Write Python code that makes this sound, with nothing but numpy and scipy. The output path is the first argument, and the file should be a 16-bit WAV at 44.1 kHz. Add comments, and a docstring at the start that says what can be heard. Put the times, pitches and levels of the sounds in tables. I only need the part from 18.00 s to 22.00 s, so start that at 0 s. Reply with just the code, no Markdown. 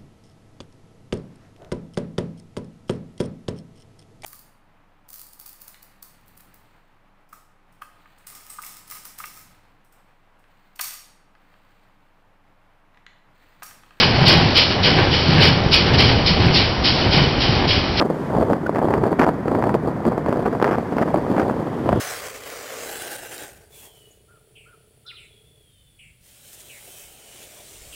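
"""Wind buffets a small mono microphone, out in the airstream on a ride over a bridge among scooters.
Gusts of turbulence hit it, brighter as they get harder; single eddies slap the port, a fine fizz
rides on both, and large swirls rumble below. Two brief rattles cut through. Farther off lies the
steady roar of tyres and traffic. The recorder rounds off the hardest peaks."""
import sys
import numpy as np
from scipy import signal
from scipy.fft import rfft, irfft, next_fast_len
from scipy.io import wavfile
from scipy.ndimage import uniform_filter1d, map_coordinates

SR = 44100
rng = np.random.default_rng(int(sys.argv[2]) if len(sys.argv) > 2 else 0)


def persist_wave(psi):
    """Save psi, clipped to +-1, as 16-bit WAV."""
    counts = np.round(np.clip(psi, -1, 1) * 32767).astype(np.int16)
    wavfile.write(sys.argv[1], SR, np.atleast_2d(counts).T)


N = 176400
TIME = np.arange(N) / SR


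def amp(db):
    """Decibels to gain."""
    return 10 ** (np.asarray(db) / 20)


def unit(x):
    """Scale to rms 1."""
    return x / np.sqrt(np.mean(x ** 2) + 1e-20)


def along(points, hz):
    """Join (Hz, value) points on a log frequency axis."""
    freqs, values = np.transpose(points)
    return np.interp(np.log(hz + 1), np.log(freqs + 1), values)


def curve(points):
    """Join (seconds, value) points, one value per sample."""
    return np.interp(TIME, *np.transpose(points))


def wobble(rate):
    """A smooth random curve of rms 1, with rate knots a second."""
    return unit(map_coordinates(rng.standard_normal(N // 16), [TIME * rate], mode="wrap"))


def filtered(x, gain):
    """Apply a gain that depends on frequency."""
    size = next_fast_len(N + 8192)
    return irfft(rfft(x, size) * gain(np.fft.rfftfreq(size, 1 / SR)), size)[:N]


def noise(spectrum):
    """Noise of rms 1, coloured by (Hz, dB) points."""
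    return unit(filtered(rng.standard_normal(N), lambda hz: amp(along(spectrum, hz))))


def causal_pulse(spectrum_db, size):
    """The minimum-phase pulse with this spectrum."""
    cepstrum = irfft(np.log(amp(spectrum_db)))
    cepstrum[1:size // 2] *= 2
    cepstrum[size // 2 + 1:] = 0
    return irfft(np.exp(rfft(cepstrum)))


# Gusts right on the microphone. Each row: start and length in seconds, level in dB, extra edge in dB.
GUSTS = [(0.0, 0.015, -14.5, 8.5), (0.029, 0.039, -22.5, -40), (0.299, 0.058, -19, -8),
         (0.365, 0.03, -12.5, -9), (0.408, 0.057, -20.5, 4.5), (0.468, 0.095, -20, -4),
         (0.748, 0.055, -22.5, 10.5), (0.812, 0.078, -19, -3), (0.899, 0.093, -18, 2.5),
         (1.006, 0.079, -20, -1), (1.107, 0.026, -17, -11), (1.188, 0.063, -15.5, 12),
         (1.265, 0.032, -17, -4), (1.457, 0.15, -21.5, -6), (1.633, 0.079, -19.5, -1),
         (1.74, 0.025, -20, -8), (1.849, 0.06, -20.5, -11), (2.056, 0.033, -16, -2), (2.113, 0.023, -20, 1),
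         (2.268, 0.13, -23, 6.5), (2.387, 0.05, -22.5, 4), (2.453, 0.036, -20, 8.5),
         (2.526, 0.015, -19, 9.5), (2.649, 0.11, -19, 11.5), (2.779, 0.019, -18, 2),
         (2.919, 0.021, -19.5, 6.5), (2.967, 0.073, -19.5, 8.5), (3.056, 0.05, -24.5, 13),
         (3.137, 0.053, -22, -3), (3.186, 0.172, -24.5, 3), (3.364, 0.066, -19.5, 11),
         (3.43, 0.041, -18.5, -14), (3.48, 0.045, -22.5, 6), (3.565, 0.063, -24, -19),
         (3.665, 0.016, -19, -6), (3.856, 0.043, -23, -2), (3.919, 0.031, -19, -1),
         (3.949, 0.039, -24.5, 5)]
# Their dull body and bright edge. Each row: frequency in Hz, relative level in dB.
BODY_SPECTRUM = [(20, -46), (60, -19.5), (120, -6), (200, 1.5), (310, 3.5), (500, -1.5), (750, -4),
                 (1100, -14), (1700, -28.5), (3000, -70), (6000, -90)]
EDGE_SPECTRUM = [(200, -61), (600, 4), (1000, 4), (1700, -1.5), (2300, -12.5), (3200, -22.5), (4000, -39),
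                 (5000, -26.5), (8000, -43), (15000, -43)]

def gusts():
    """Each gust rises, holds and dies; eddies shake its dull body and, more strongly, its bright edge."""
    attack_s, release_s = 0.0022, 0.014
    breeze_db, full_db = -29.5, -11  # between gusts; at full strength
    edge_growth, edge_share_db = 1.5, -14.5  # the edge outgrows the body; its share at full strength
    eddies_per_s, flutter_limit_db = 330, 9
    body_power = np.full(N, amp(breeze_db) ** 2)
    edge_power = np.full(N, amp(full_db + edge_growth * (breeze_db - full_db)) ** 2)
    for start, length, db, extra_db in GUSTS:
        rise = np.clip((TIME - start) / attack_s + .5, 0, 1)
        dying_s = np.maximum(TIME - start - length + release_s / 2, 0)
        envelope = rise * np.exp(-dying_s / release_s)
        edge_db = full_db + edge_growth * (db - full_db) + extra_db
        body_power += (amp(db) * envelope) ** 2
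        edge_power += (amp(edge_db) * envelope ** edge_growth) ** 2
    flutter_db = flutter_limit_db * np.tanh(wobble(eddies_per_s) / 2)
    body = np.sqrt(body_power) * unit(amp(flutter_db)) * noise(BODY_SPECTRUM)
    edge = np.sqrt(edge_power) * unit(amp(edge_growth * flutter_db)) * noise(EDGE_SPECTRUM)
    return body + amp(edge_share_db) * edge


# Eddies striking the microphone port. Each row: start in seconds, pulse peak in dB, treble lift in dB.
SLAPS = [(.014, -4.5, -1), (.024, -3.5, -7), (.05, -9.5, -30), (0.101, -9, -20), (.107, -5, -32),
         (.35, -12, -10), (.379, -22, -7), (.427, -4, -18), (0.501, -7.5, -14), (.533, -6.5, 2),
         (.694, -8, -14), (.759, -8, -1), (.79, -7, -9), (.827, -9, -16), (.835, -9, -21),
         (.854, -5.5, -24), (.886, -9, -10), (0.929, -14, -10), (.939, -3, 4), (1.039, -7, -5),
         (1.056, -13.5, -16), (1.066, -7.5, -18), (1.079, -9.5, -12), (1.129, -7.5, -8), (1.195, -4, 13),
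         (1.216, -2.5, 0), (1.232, -11, 9), (1.24, -13, 14), (1.266, -7, -5), (1.29, -4.5, -1),
         (1.482, -8, -4), (1.518, -10.5, -14), (1.551, -6, -5), (1.587, -7, -30), (1.625, -8.5, 0),
         (1.64, -9.5, 1), (1.67, -9, -10), (1.694, -4, -9.5), (1.743, -9.5, 8), (1.75, -6.5, -14),
         (2.053, -9.5, -2), (2.129, -13.5, -12), (2.179, -7, -9.5), (2.262, -10, -5), (2.327, -5.5, -3.5),
         (2.464, -9.5, -5), (2.551, -9, -16), (2.6, -11, -4), (2.616, -9, -1), (2.626, 1, -0.5),
         (2.644, -5, 10), (2.649, -7.5, 0), (2.668, -6.5, -11), (2.678, -8.5, 1), (2.711, -9, -2),
         (2.784, -10, -4), (2.984, -6, 4), (3.026, -9.5, 1.5), (3.143, -2, -18), (3.16, -10.5, -4),
         (3.381, -8.5, -3), (3.398, -8.5, 7), (3.498, -10, -4), (3.511, -10, -14), (3.891, -2, -4.5),
         (3.928, -10.5, 5)]
# The tone of a slap. Each row: frequency in Hz, relative level in dB.
SLAP_SPECTRUM = [(25, -52.5), (150, -2.5), (350, 1), (600, 2), (1000, 0), (1700, -10), (2700, -23),
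                 (3800, -40), (5000, -35.5), (8000, -48), (15000, -49)]

def slaps(size=2048):
    """One pressure pulse per eddy, with a short ragged wake of smaller eddies behind it."""
    wake_decay_s, wake_db = 0.0046, -23.5
    hz = np.fft.rfftfreq(size, 1 / SR)
    treble_shelf = along([(600, 0), (1800, 1)], hz)
    out = np.zeros(N + size)
    for start, db, treble_db in SLAPS:
        push = amp(wake_db) * rng.standard_normal(size) * np.exp(-TIME[:size] / wake_decay_s)
        push[0] = 1  # the eddy itself, ahead of its wake
        pulse = causal_pulse(along(SLAP_SPECTRUM, hz) + treble_db * treble_shelf, size)
        pulse /= np.abs(pulse).max()
        out[round(start * SR):][:size] += amp(db) * signal.fftconvolve(push, pulse)[:size]
    return out[:N]


# Fizz, close on the microphone. Each row: frequency in Hz, relative level in dB.
FIZZ_SPECTRUM = [(1500, -58), (3200, 8), (3900, -3), (4600, 7.5), (5500, -11.5), (6500, -6), (7400, 0.5),
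                 (7800, -14), (8400, 2), (10000, -11), (11200, -2), (11700, -16), (12400, -2), (13700, -13),
                 (15200, -6.5)]

def fizz(wind, level_db=-54.5, growth=0.97):
    """Fine treble noise that crackles with every peak of the buffeting."""
    wind_rms = np.sqrt(np.abs(uniform_filter1d(wind ** 2, size=60)))
    return amp(level_db) * unit(wind_rms ** growth) * noise(FIZZ_SPECTRUM)


# Low swirls around the microphone. Each row: time in seconds, level in dB.
RUMBLE_LEVELS = [(0, -43), (.28, -40.5), (.37, -27.5), (.7, -41.5), (1.03, -24.5), (1.12, -46), (1.58, -32),
                 (1.68, -32), (1.8, -32.5), (2.5, -37.5), (3.55, -37), (3.76, -41), (3.95, -23.5)]
# Their tone. Each row: frequency in Hz, relative level in dB.
RUMBLE_SPECTRUM = [(15, -40), (25, -19), (38, -18), (55, -2.5), (90, 1), (130, 2.5), (250, -55), (600, -75)]

def rumble():
    """Slow, large swirls of air swell and sink in the bass."""
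    return amp(curve(RUMBLE_LEVELS)) * noise(RUMBLE_SPECTRUM)


# Rattles heard through the wind. Each row: midpoint in seconds, pitch there in Hz, peak in dB.
RATTLES = [(.667, 1483, -18), (3.023, 1840, -24.5)]

def rattles(half_length_s=0.0038, rise_hz_per_s=33000, phase_step_rad=0.064):
    """A few milliseconds of rough, rising tone, as from a loose part."""
    roughness = np.cumsum(phase_step_rad * rng.standard_normal(N))
    out = np.zeros(N)
    for midpoint, hz, db in RATTLES:
        t = TIME - midpoint
        cycles = (hz + rise_hz_per_s * t / 2) * t
        envelope = np.exp(-(t / half_length_s) ** 2)
        out += amp(db) * envelope * np.sin(2 * np.pi * cycles + roughness)
    return out


# Road roar and tyre hiss, farther off on the bridge. Each row: frequency in Hz, relative level in dB.
ROAR_SPECTRUM = [(25, -20), (70, -20.5), (150, 6), (300, 0), (500, -3), (700, -20.5), (950, -8.5),
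                 (1300, -16), (1900, -19.5), (2500, -32.5), (3500, -80)]
HISS_SPECTRUM = [(800, 1), (2200, 3.5), (3400, -0.5), (3950, -4.5), (4700, -4.5), (6500, -9), (9000, -12),
                 (12000, -13.5), (15500, -21)]
# Tyre hiss as it reaches the microphone. Each row: time in seconds, level in dB.
HISS_LEVELS = [(0, -55), (.22, -48.5), (.6, -54), (1.4, -54), (2.2, -54), (2.85, -51), (3.27, -50.5),
               (3.4, -48), (3.57, -51.5), (4, -48.5)]

def traffic():
    """The road roars, tyre hiss swells as a scooter passes, and a narrow whirr of traffic draws near."""
    roar_db, waver_db = -28, 0.58
    whirr_hz, width_hz, end_db, rise_db_per_s = 3140, 540, -50.5, 36
    roar = amp(roar_db + waver_db * wobble(rate=7.32)) * noise(ROAR_SPECTRUM)
    whirr = filtered(rng.standard_normal(N), lambda hz: np.exp(-((hz - whirr_hz) / width_hz) ** 2))
    approach_db = end_db + rise_db_per_s * (TIME - N / SR)
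    hiss = amp(curve(HISS_LEVELS)) * noise(HISS_SPECTRUM)
    return roar + hiss + amp(approach_db) * unit(whirr)


def scene():
    """Wind on the microphone up front, the bridge traffic behind it."""
    wind = gusts() + slaps()
    return (wind + fizz(wind) + rumble() + traffic() + rattles())[None]


def record(dry):
    """The recorder overloads softly; the microphone's low cut and a band limit follow."""
    ceiling, knee = .76, 6
    low_cut_hz, top_hz = 27, 15600
    rounded = dry[0] / (1 + np.abs(dry[0] / ceiling) ** knee) ** (1 / knee)
    return filtered(rounded, lambda hz: (hz < top_hz) * hz ** 2 / np.hypot(hz ** 2, low_cut_hz ** 2))[None]


dry = scene()
out = record(dry)
persist_wave(out)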